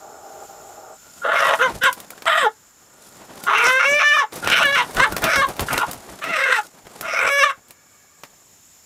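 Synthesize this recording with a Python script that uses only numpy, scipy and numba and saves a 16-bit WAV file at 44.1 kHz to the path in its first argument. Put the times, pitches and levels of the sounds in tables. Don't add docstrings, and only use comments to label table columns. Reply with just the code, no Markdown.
import sys
import numpy as np
from scipy import signal
from scipy.fft import rfft, irfft
from scipy.io import wavfile
from scipy.ndimage import uniform_filter1d
from numba import njit

SR = 44100
rng = np.random.default_rng(int(sys.argv[2]) if len(sys.argv) > 2 else 0)


def level_to_linear(level):
    exponent = np.asarray(level, float) / 20
    return 10 ** exponent


def output_pcm(signal):
    pcm = np.clip(np.atleast_2d(signal).T, -1, 1) * 32767
    wavfile.write(sys.argv[1], SR, np.round(pcm).astype(np.int16))


N = 390285

# time in seconds, pitch in Hz.
SQUAWKS = [
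    [(1.228, 531.6), (1.297, 582), (1.555, 552)],
    [(1.592, 490), (1.619, 487), (1.647, 528), (1.665, 500), (1.69, 461)],
    [(1.82, 505), (1.832, 566), (1.856, 472), (1.864, 552), (1.882, 525), (1.895, 491)],
    [(2.267, 639), (2.38, 641), (2.442, 490.7), (2.465, 420), (2.48, 420)],
    [(3.472, 392), (3.62, 464), (3.72, 513.5), (3.85, 550), (3.95, 588.5), (4.18, 586.2), (4.213, 556),
     (4.228, 462), (4.242, 443)],
    [(4.434, 546.4), (4.526, 593.2), (4.65, 582), (4.68, 551), (4.757, 579.7), (4.79, 497), (4.835, 474.2)],
    [(4.97, 486), (5.002, 505), (5.026, 538.6), (5.034, 534), (5.043, 606), (5.06, 434), (5.08, 450.2)],
    [(5.228, 591.8), (5.34, 602.3), (5.367, 553.4), (5.412, 533), (5.422, 588.5), (5.455, 508)],
    [(5.687, 478.4), (5.76, 452.5), (5.845, 465.5)],
    [(6.221, 603), (6.29, 696), (6.33, 668), (6.38, 578), (6.44, 525.6), (6.48, 551), (6.53, 508.4),
     (6.56, 449.5), (6.605, 399.5)],
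    [(7.03, 624), (7.184, 552.8), (7.3, 564), (7.39, 566.6), (7.428, 539.4), (7.438, 588), (7.49, 558),
     (7.515, 542)],
]
WHEEZE_HZ = 1423


def rms_one(x):
    return x / np.sqrt(np.mean(x ** 2) + 1e-20)


def in_time(tables):
    s, *columns = np.transpose(np.concatenate(tables))
    return [np.interp(np.arange(N) / SR, s, c) for c in columns]


def while_sounding(tables, attack_s, release_s):
    gain, t = np.zeros(N), np.arange(N) / SR
    for rows in map(np.array, tables):
        before, after = (rows[0, 0] - t) / attack_s, (t - rows[-1, 0]) / release_s
        beyond = np.maximum(before, after).clip(0)
        gain = np.maximum(gain, level_to_linear(np.interp(t, rows[:, 0], rows[:, 1]) - 60 * beyond))
    return gain


def band(x, low_hz, high_hz, order=2):
    return signal.sosfilt(signal.butter(order, [low_hz, high_hz], "band", fs=SR, output="sos"), x)


def drift(rate):
    r = np.exp(-2 * np.pi * rate / SR)
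    return rms_one(signal.lfilter([1], [1, -2 * r, r * r], rng.standard_normal(N + SR))[SR:])


@njit
def resonate(x, cosine, r):
    y = np.zeros(len(x))
    for i in range(2, len(x)):
        y[i] = (1 - r * r) / 2 * (x[i] - x[i - 2]) + 2 * r * cosine[i] * y[i - 1] - r * r * y[i - 2]
    return y


def resonance(x, hz, width_hz):
    return resonate(x, np.cos(2 * np.pi * hz / SR) * np.ones(N), np.exp(-np.pi * width_hz / SR))


def evened(x, window_s):
    return x / np.sqrt(uniform_filter1d(x ** 2, int(window_s * SR)) + 1e-12)


def field():
    # frequency in Hz, level in dB per Hz.
    hiss_colour = [(15, -78), (25, -20), (92, -10.5), (229, -16), (263, -12.5), (293, -18.5), (962, -19.5),
                   (2610, -21.5), (4870, -22.5), (5280, -18), (6050, -19.5), (7110, -6.5), (8360, -26),
                   (14000, -21.5), (16000, -32)]
    # pitch in Hz, width in Hz, level in dB, chirps per second,
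    # first chirp in seconds, share of the time sounding, pulses per second.
    insects = [
        (5280, 170, -73, 2.9, 0.042, 0.93, 30),
        (7800, 700, -66, 4, .15, .3, 52),
        (1410, 110, -70, .335, -0.1, .47, .05),
    ]
    colour_hz, colour_db = np.array(hiss_colour).T
    bins_hz = np.fft.rfftfreq(N, 1 / SR).clip(1)
    colour = level_to_linear(np.interp(np.log(bins_hz), np.log(colour_hz), colour_db))
    mid, side = irfft(rfft(rng.standard_normal((2, N))) * colour, N)
    wide_hiss = mid + 0.17 * signal.lfilter([1, -.8], [1], side) * [[1], [-1]]
    out = level_to_linear(-56 + 1.0 * drift(4.2)) * rms_one(wide_hiss)
    t = np.arange(N) / SR
    for hz, width, db, chirps, first_s, share, pulses in insects:
        sounding = (t - first_s) * chirps % 1 < share
        throb = 1 + np.cos(2 * np.pi * pulses * t)
        gate = uniform_filter1d(1. * sounding, 400) * throb
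        song = resonance(resonance(rng.standard_normal(N), hz, width), hz, width)
        out = out + level_to_linear(db) * gate * rms_one(song)
    return out


def ducking(loud, knee_db, slope, release_db_s):
    t = np.arange(N) / SR
    level_db = 10 * np.log10(uniform_filter1d(loud ** 2, 900) + 1e-9)
    held_db = np.maximum.accumulate(level_db + release_db_s * t) - release_db_s * t
    return level_to_linear(-slope * (held_db - knee_db).clip(0))


def far_bird():
    # time in seconds, level in dB.
    rasp_level = [
        (0, -42.5),
        (.39, -42),
        (.43, -37),
        (.45, -42),
        (.47, -59),
        (.5, -43.5),
        (.9, -42),
        (.94, -41),
        (.99, -72),
    ]
    # frequency in Hz, width in Hz, level in dB.
    throat_modes = [(420, 102, -9), (624, 35, -2.5), (798, 60, -1), (1190, 106, -6), (1350, 350, -10)]
    air = rng.standard_normal(N) * level_to_linear(0.43 * drift(27))
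    rasp = sum((-1) ** k * level_to_linear(db) * resonance(air, hz, width)
               for k, (hz, width, db) in enumerate(throat_modes))
    return rms_one(band(rasp, 190, 1080)) * while_sounding([rasp_level], attack_s=.3, release_s=.3)


def echoes(x):
    t = np.arange(SR) / SR
    near = level_to_linear(-26.5 - 60 * t / 0.11) * (t > .004)
    far = level_to_linear(-83 - 60 * t / 1.3) * np.clip(t / 2.0, 0, 1)
    far = far + level_to_linear(-83.5) * np.exp(-((t - .6) / 0.63) ** 2)
    scatter = rng.standard_normal((2, SR)) * near
    trees = band(rng.standard_normal((2, SR)), 900, 3000) * far
    tails = signal.sosfilt(signal.butter(1, 2000, fs=SR, output="sos"), scatter + trees)
    tails = tails[0] + 0.033 * tails[1] * [[1], [-1]]
    return signal.fftconvolve(x[None], tails, axes=1)[:, :N]


def beating():
    # time in seconds, level in dB.
    struggle = [(1.0, -64), (1.45, -46.5), (2.15, -53.5), (2.46, -49), (2.54, -75.5), (3.4, -46.5),
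                (4.0, -64), (4.2, -49.5), (4.29, -75), (4.33, -39.5), (5.0, -43.5), (5.9, -47),
                (6.1, -47.5), (6.55, -52.5), (6.67, -58.5), (7.05, -48), (7.63, -69), (8.6, -68)]
    # time in seconds, air thump in dB, body noise in dB, feather rustle in dB.
    beats = [(1.15, -66, -54.5, -47), (1.4, -66, -54.5, -37), (1.55, -66, -48, -38),
             (3.078, -65, -52.5, -43.5), (6.119, -46, -51, -56), (6.86, -52, -48, -58),
             (7.58, -60, -61, -71), (1.457, -66, -43, -34.5), (1.7, -60, -33, -55),
             (1.754, -33, -39, -41.5), (2.45, -73, -55, -50), (3.221, -83, -45, -55),
             (3.309, -68, -40, -52), (3.385, -62, -48, -52), (3.44, -67, -53, -42),
             (3.672, -50, -38.5, -32), (3.927, -52, -38.5, -35.5), (4.471, -33, -35.5, -47),
             (4.649, -40, -37.5, -48), (4.986, -29, -31, -38), (5.132, -27.5, -36, -48),
             (5.246, -28, -28, -36), (5.381, -30, -31.5, -48), (5.493, -37, -37.5, -50),
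             (5.619, -28.5, -33.5, -48), (5.739, -31, -30, -32), (5.884, -41.5, -39.5, -43),
             (5.969, -43, -51, -53), (6.28, -59, -35.5, -52), (6.548, -70, -57, -38.5),
             (7.03, -49, -49, -53), (7.25, -41, -45, -63), (7.699, -66, -60, -70), (8.199, -70, -63, -71)]
    # level beside the struggle in dB, rise and fall of a beat in dB per second
    between_db = np.array([[-16], [0], [-1.5]])
    rise_db_s, fall_db_s = np.array([[400], [250], [150]]), np.array([[330], [220], [120]])
    t = np.arange(N) / SR
    db = in_time([struggle])[0] + between_db
    for s, *peaks in beats:
        near = slice(int((s - .2) * SR), int((s + .2) * SR))
        away = np.maximum(rise_db_s * (s - t[near]), fall_db_s * (t[near] - s))
        db[:, near] = np.maximum(db[:, near], np.array(peaks)[:, None] - away)
    return db


def wings():
    thump_db, body_db, rustle_db = beating()
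    active = np.interp(np.arange(N) / SR, [1.0, 1.05, 8.55, 8.6], [0, 1, 1, 0])
    air = rng.standard_normal((2, N))
    lumps, flutter = 1.5 * drift(12), 2.2 * drift(30)
    thump = level_to_linear(thump_db + lumps) * rms_one(band(air[0] + 0.012 * air[1] * [[1], [-1]], 25, 183))
    swish = rms_one(band(rng.standard_normal(N), 130, 450))
    swish = swish + level_to_linear(3.5) * rms_one(band(rng.standard_normal(N), 490, 1000, order=1))
    body = level_to_linear(body_db + lumps + flutter) * swish
    grains = rng.standard_normal((2, N)) * level_to_linear(3.3 * drift(93) + flutter)
    rustle = band(grains[0] + 0.042 * grains[1] * [[1], [-1]], 3500, 12000)
    return active * (thump + body + level_to_linear(rustle_db) * rms_one(rustle))


def slaps():
    # time in seconds, peak in dB, dull part in dB.
    hits = [(3.3045, -45, -25), (3.376, -33.5, -17), (4.339, -22, -29), (4.3601, -15, -42),
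            (4.654, -13, -34), (4.7467, -17, -42), (4.9084, -22, -29), (4.9466, -14, -40),
            (5.2199, -13, -31), (5.3577, -11, -20), (5.468, -23, -29), (5.9315, -13, -39),
            (6.1884, -35, -14), (6.2395, -17, -26), (2.177, -34.5, -16), (6.868, -33.5, -18),
            (1.603, -24, -42), (7.683, -31, -47), (8.25, -38, -22), (1.8356, -6, -30), (1.9273, -7.5, -59),
            (2.001, -15.5, -60), (2.1037, -15.5, -33), (2.221, -25.5, -21), (2.255, -31, -10),
            (3.4367, -12.5, -32.5), (3.6676, -25, 3), (4.323, -41.5, 4), (4.445, -33.5, 3),
            (4.473, -21.5, -6), (4.4997, -23, -1), (4.5214, -25, 8), (4.6293, -15, -20),
            (4.968, -23, -10.5), (5.122, -10.5, -28), (5.1648, -6.5, -24), (5.18, -14, -24),
            (5.2397, -3, -23), (5.486, -13, -35), (5.5657, -20, -30), (5.5938, -14, -16), (5.6052, -4, -49),
            (5.729, -6.5, -31), (5.7771, -7, -19.5), (5.9116, -8.5, -45), (6.5222, -42, -13),
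            (7.0096, -8, -33.5), (7.7066, -21, -34.5), (8.2345, -27, -17)]
    out, t = np.zeros((2, N + 2000)), np.arange(2000) / SR
    noise = rng.standard_normal((len(hits), 2000))
    decay = (np.exp(-t / 0.0019) + .25 * np.exp(-t / 0.014)) * np.minimum(t / 0.0015, 1)
    crack = 0.5 * (abs(t - .001) < .00005)
    for (s, peak_db, low_db), hiss in zip(hits, noise):
        burst = hiss * decay - crack
        parts_db = np.array([[min(low_db, -6) + 29.5], [-8]])
        at = round(s * SR)
        out[:, at:at + 2000] += level_to_linear(peak_db + parts_db) * burst
    dull, bright = out[:, :N]
    return band(dull, 220, 1800, order=1) + band(bright, 3800, 22000, order=1)


def wheeze():
    # start in seconds, length in seconds, level in dB.
    whistles = [
        (1.215, 0.074, -24),
        (3.4, 0.14, -43),
        (4.421, 0.036, -26),
        (5.085, 0.11, -35),
        (6.551, 0.064, -23.5),
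        (6.602, 0.077, -46),
        (1.901, 0.053, -42),
        (2.129, 0.011, -47),
    ]
    t = np.arange(N) / SR
    gain = sum(level_to_linear(db) * np.sin(np.pi * ((t - s) / length).clip(0, 1)) for s, length, db in whistles)
    return gain * rms_one(resonance(resonance(rng.standard_normal(N), WHEEZE_HZ, 150), WHEEZE_HZ, 70))


def register():
    # start in seconds, length in seconds, hoarseness from 0 to 1.
    spells = [(1.605, .025, .3), (1.63, .07, .1), (1.8, .063, .33), (1.863, .06, .08), (2.2, .19, .55),
              (2.39, .045, .3), (2.435, .015, .15), (2.45, .1, .08), (3.615, .05, .35), (3.665, .04, .14),
              (3.706, .089, .03), (3.847, .148, .04), (4.033, .085, .02), (4.118, .082, .05),
              (4.2, .08, .14), (4.642, .108, .03), (4.75, .03, .55), (4.78, .1, .28), (5.005, .035, .07),
              (5.04, .05, .15), (5.2, .165, .6), (5.365, .05, .04), (5.415, .08, .12), (5.8, .1, .55),
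              (6.2, .08, .36), (6.28, .06, .26), (6.34, .088, .4), (6.428, .024, .1), (6.452, .068, .45),
              (6.52, .02, .15), (6.54, .03, .3), (6.57, .06, .16), (7.298, .127, .04), (7.385, .01, .17),
              (7.425, .07, .07), (7.495, .04, .4)]
    hoarse = np.full(N, .72)
    for s, length, value in spells:
        hoarse[int(s * SR):int((s + length) * SR)] = value
    return uniform_filter1d(hoarse, 200)


def warble():
    # time in seconds, half width in seconds, share of pitch change, share of windpipe change.
    jolts = [(4.146, .02, 0.0476, -0.065), (4.17, 0.0065, .02, -0.41), (4.6, .013, .07, -0.38),
             (4.212, 0.0086, 0.02, -0.18), (7.441, 0.017, .04, -0.05), (5, .03, 0.01, -0.31),
             (6.585, 0.048, 0.01, -.2), (2.472, 0.018, 0.01, -0.38), (1.6, .014, 0.013, -0.26),
             (7.47, .03, 0.01, -.1), (7.51, 0.022, -0.061, 0.21), (7.07, 0.065, 0.01, -0.083),
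             (4.8, .03, 0.01, -0.12)]
    t = np.arange(N) / SR
    return np.exp(sum(np.array(shares)[:, None] * (1 - abs(t - s) / width).clip(0)
                      for s, width, *shares in jolts))


def syrinx(pitch_hz, hoarse, wander, scatter, shimmer_db):
    chance, at, times = rng.standard_normal((N // 40, 3)).clip(-2, 2), 64., []
    while at < N - 64:
        times.append(at)
        now = int(at)
        at += SR / pitch_hz[now] * np.exp(wander * hoarse[now] ** 2 * chance[len(times), 0])
    times, chance = np.array(times), chance[:len(times)]
    now = times.astype(int)
    times = times + scatter * hoarse[now] * chance[:, 2] * SR / pitch_hz[now]
    sizes = level_to_linear(shimmer_db * hoarse[now] * chance[:, 1])
    taps = times.astype(int)[:, None] + np.arange(-7, 9)
    pulses = np.zeros(N)
    np.add.at(pulses, taps, sizes[:, None] * np.sinc(taps - times[:, None]) * np.hanning(18)[1:-1])
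    return pulses


def throat_shape(pitch_hz, hoarse):
    # beak opening in dB, chest tone in dB, time to open in seconds, time to close in seconds.
    gapes = [(-4, 0.5, 0.15, 0.016), (-8.5, -8.5, 0.015, 0.025), (-11.5, -10, 0.015, 0.036),
             (-2, -8.5, 0.012, 0.034), (-2, -13.5, .13, 0.068), (-3, -8.5, 0.038, 0.074),
             (-11.5, -11.5, 0.028, 0.054), (-2, -5.5, 0.013, 0.06), (-1, -21, 0.04, 0.037),
             (-1.5, -5.5, 0.021, 0.055), (2, -2.5, 0.068, 0.082)]
    # windpipe in Hz early, late, beak cavity in Hz early, late.
    cavities = [(1300, 880, 2150, 1800), (1500, 1020, 2900, 2500), (1580, 1380, 1800, 2300),
                (1200, 1190, 1950, 1860), (1203, 1410, 2240, 2240), (1490, 1450, 2408, 2110),
                (1413, 1490, 2090, 2000), (1454, 1370, 2400, 2150), (1340, 1150, 2230, 1400),
                (1353, 1360, 2110, 1960), (1330, 1290, 2200, 2250)]
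    parting, held, shut = (.92, 21, 5.9), (1, 0, 0), (0.92, 19.8, 17)
    rows = []
    for call, gape, cavity in zip(SQUAWKS, gapes, cavities):
        open_db, chest_db, open_s, close_s = gape
        pipe, pipe_late, beak, beak_late = cavity
        start, (end, last_hz) = call[0][0], call[-1]
        parted = min(start + open_s, end - close_s - .002)
        stages = ((start - .02, parting, 1, pipe, beak),
                  (parted, held, 1, pipe, beak),
                  (end - close_s, held, 1, pipe_late, beak_late),
                  (end + 0.0011, shut, 0, 2 * last_hz, beak_late))
        for s, (share, open_loss, chest_loss), wide, pipe_hz, beak_hz in stages:
            rows.append((s, pipe_hz, beak_hz * share, open_db - open_loss,
                         chest_db - chest_loss, open_loss, wide))
    pipe_hz, beak_hz, open_db, chest_db, lost_db, wide = in_time([rows])
    clear = uniform_filter1d((1 - hoarse / 0.3).clip(0), 600) * wide
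    pipe_hz = pipe_hz + 0.47 * clear * (3 * pitch_hz - pipe_hz)
    beak_hz = beak_hz + clear * (4 * pitch_hz - beak_hz)
    return pipe_hz, beak_hz, open_db - 8 * clear, chest_db, lost_db


def accents():
    # time in seconds, level in dB, half width in seconds, beak opening in dB, chest tone in dB.
    pushes = [(3.6, -1, .06, 1.5, -4), (7.07, 1, .05, 1, -7.5), (7.33, 0, .04, 6, 2),
              (3.95, 1.5, 0.073, 0.6, 5), (1.9, 3, .012, -1, -3), (1.888, 3, 0.0088, 4, -2),
              (2.9, -1, .02, 4, 6), (7.5, -0.5, .03, 4, -0.5), (3.76, 0, .05, -1, 4),
              (4.8, 0, 0.045, 11, -11), (4.9, -1.5, 0.043, 5.5, -2), (8.1, 0, .04, -1, 2),
              (1.48, 0.5, 0.026, -1, -1), (1.701, -4, 0.039, -21.5, 7), (2.475, 3.5, 0.054, -9, 10),
              (3.931, 0, 0.12, 19.5, 23.5), (4.069, 1, 0.03, -3, -6), (4.3, -9, 0.04, 1, 0),
              (5.041, 6.5, 0.03, 14, -4), (3.7, 2, 0.021, -5, -3.5), (4.527, 3, 0.022, 7, 11),
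              (4.72, -16.5, 0.0076, 5, 16), (6.337, 0.5, .015, 7.5, -8.5), (1.342, 1.5, 0.011, -3, 8),
              (1.3, -3.5, 0.011, 1, -4), (6.44, 1, 0.0074, 15.5, -1.5), (6.527, 15.5, 0.0093, -9, -7.5),
              (6.59, -1.5, 0.088, 9, -30), (6.27, -5.5, 0.071, -0.5, -10.5), (3.82, -2, 0.035, 3, 8.5),
              (5.0, 5.5, 0.01, 10, -6), (7.4, 2, 0.076, 0, -0.5), (7.439, 9.5, 0.012, -17, -16)]
    out = np.zeros((3, N))
    for s, db, width, *colour_db in pushes:
        near = np.arange(int((s - width) * SR), int((s + width) * SR))
        out[:, near] += np.array([db, *colour_db])[:, None] * (1 - abs(near / SR - s) / width).clip(0)
    return out


def per_squawk(rows):
    return in_time([[(call[0][0] - .03, *row), (call[-1][0] + .03, *row)]
                    for call, row in zip(SQUAWKS, rows)])


def breath():
    # onset in dB, swell in seconds, level once swollen in dB, level before the fade in dB,
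    # fade in seconds.
    effort = [(-43.5, 0.024, -19, -16, 0.014), (-26.5, 0.024, -12.5, -17, 0.028),
              (-19, 0.049, -11.5, -13.5, 0.014), (-15, .04, -16.5, -18.5, 0.0132),
              (-17, 0.066, -15.5, -15, 0.048), (-32, 0.096, -16, -16, 0.013),
              (-26.5, 0.02796, -15.5, -18.5, 0.032), (-22.5, 0.12, -16.5, -15.5, 0.0046),
              (-24, 0.089, -28, -16.5, 0.0092), (-24.5, 0.24, -18, -20, 0.015),
              (-32, 0.16, -19, -15.5, 0.063)]
    shapes = []
    for call, (onset_db, swell_s, full_db, late_db, fade_s) in zip(SQUAWKS, effort):
        start, end = call[0][0], call[-1][0]
        shapes.append([(start, onset_db), (start + swell_s, full_db),
                       (end - fade_s, late_db), (end, late_db - 9)])
    return while_sounding(shapes, attack_s=0.021, release_s=0.03)


def upper_throat(source, nasal_db, treble_db, dulling_db):
    # frequency in Hz, width in Hz, level in dB.
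    modes = [(2670, 870, 13), (3940, 900, 9.5), (5390, 1200, 2), (6220, 780, -3.5), (7840, 970, -4),
             (11700, 4500, -20)]
    out = 0
    for k, (hz, width, db) in enumerate(modes):
        tilt_db = treble_db if hz > 7000 else nasal_db if hz > 5000 else 0
        flicker_db = 5.5 * min(k / 2, 1) * drift(8.9)
        dull_db = 0.27 * dulling_db * np.log2(hz / 2685)
        mode = resonance(resonance(source, hz, 2 * width), hz, width)
        out = out + (-1) ** k * level_to_linear(db + tilt_db + flicker_db - dull_db) * mode
    return out


def hen():
    # mouth mode in Hz, its level in dB early, late, upper modes in dB.
    mouths = [(2640, -7.5, -23.5, 3), (2950, -10, -4.5, 1.5), (2940, -15.5, -9.1, 8.5), (3140, -7, -14, 4),
              (2620, -4.5, -8, 1.2), (2864, -3, -15, 6), (2670, -9, -10, -1.5), (2834, -29, -23.5, 3),
              (2670, 2, -16, -5), (2610, -2, -12.5, 1.5), (2600, -6.5, -12, 3)]
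    # share the side cavity swallows, nasal modes in dB, treble in dB.
    tops = [(1, -1.3, -2.5), (1, 1.5, 0.3), (.9, -6, 4), (0.83, -9.5, 8), (0.69, 5.5, -2.5),
            (0.34, -5.2, 1), (0.13, -1, 1), (0.24, 5, 5), (0.88, -7, -4), (0.36, 6, 8), (0.85, 6, 9)]
    # frequency in Hz, width in Hz.
    dark_bands = [(4550, 340), (6850, 240), (8900, 500)]
    bend, squeeze = warble()
    hoarse, effort_hz = register(), in_time(SQUAWKS)[0] * bend
    pipe_hz, beak_hz, open_db, chest_db, lost_db = throat_shape(effort_hz, hoarse)
    push_db, gape_db, depth_db = accents()
    pipe_hz = pipe_hz * squeeze
    open_db = open_db + gape_db
    chest_db = chest_db + depth_db + 8 * hoarse * (drift(28) - .6)
    pitch_hz = effort_hz * np.exp((.12 * np.minimum(hoarse, .25) + .002) * drift(30))
    mouth_hz, mouth_db, upper_db = in_time([[(call[0][0], hz, early, up), (call[-1][0], hz, late, up)]
                                            for call, (hz, early, late, up) in zip(SQUAWKS, mouths)])
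    swallowed, nasal_db, treble_db = per_squawk(tops)
    swallowed = swallowed.clip(0, 1)

    source = rms_one(syrinx(pitch_hz, hoarse, wander=.17, scatter=.12, shimmer_db=5))
    source = source + (.4 * hoarse ** 2 + .02) * rng.standard_normal(N)
    source = source * level_to_linear(2.8 * hoarse * drift(60))

    chest_hz = pitch_hz * np.exp(.11 * hoarse ** 2 * drift(35))
    chest = evened(resonance(resonance(source, chest_hz, 185), pitch_hz, 400), .08)
    sway = np.exp(.07 * hoarse * drift(25))
    pipe = evened(resonance(resonance(source, pipe_hz, 1500), pipe_hz * sway, 280), 0.025)
    beak = evened(resonance(resonance(source, beak_hz, 1650), beak_hz / sway, 140), 0.15)
    upper = upper_throat(source, nasal_db, treble_db, lost_db - gape_db.clip(0))
    upper = level_to_linear(upper_db - 9.0 + 0.36 * open_db) * evened(upper, 0.3)
    mouth = evened(resonance(resonance(source, mouth_hz, 900), mouth_hz * sway, 180), 0.09)
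    mouth = level_to_linear(mouth_db + 0.7 * open_db + 4.0 * drift(20)) * mouth

    voice = pipe - level_to_linear(chest_db) * chest - level_to_linear(open_db) * beak + upper + mouth
    for hz, width in ((4600, 510), (4080, 550)):
        voice = voice - swallowed * resonance(voice, hz, width)
    for hz, width in dark_bands:
        voice = voice - resonance(voice, hz * np.exp(.04 * drift(2.5)), width)
    voice = voice + 1.4 * hoarse * resonance(voice, WHEEZE_HZ, 80)
    return evened(voice, 0.038) * breath() * level_to_linear(push_db)


def scene():
    voice = hen()
    near = voice + wings() + slaps() + far_bird() + wheeze()
    gain = ducking(voice, knee_db=-36, slope=.33, release_db_s=13)
    return near + echoes(voice) + field() * level_to_linear(7.5) * gain


def top_cut(x):
    return signal.sosfilt(signal.butter(12, 16800, fs=SR, output="sos"), x)


def record(dry):
    chance, k = rng.standard_normal((2, 400)), np.arange(400)
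    treble = signal.lfilter([1, -2, 1], [1], chance[1] * level_to_linear(-k / 11.0))
    colour = level_to_linear(-55.5 - k / 4.4) * chance[0] + level_to_linear(-42) * treble
    side = signal.fftconvolve(dry.mean(0), colour)[:N]
    ports = 1.2 * np.tanh((dry + side * [[1], [-1]]) / 1.2)
    mix = signal.sosfilt(signal.cheby2(10, 60, 16700, fs=SR, output="sos"), ports)
    return top_cut(mix)


dry = scene()
out = record(dry)
output_pcm(out)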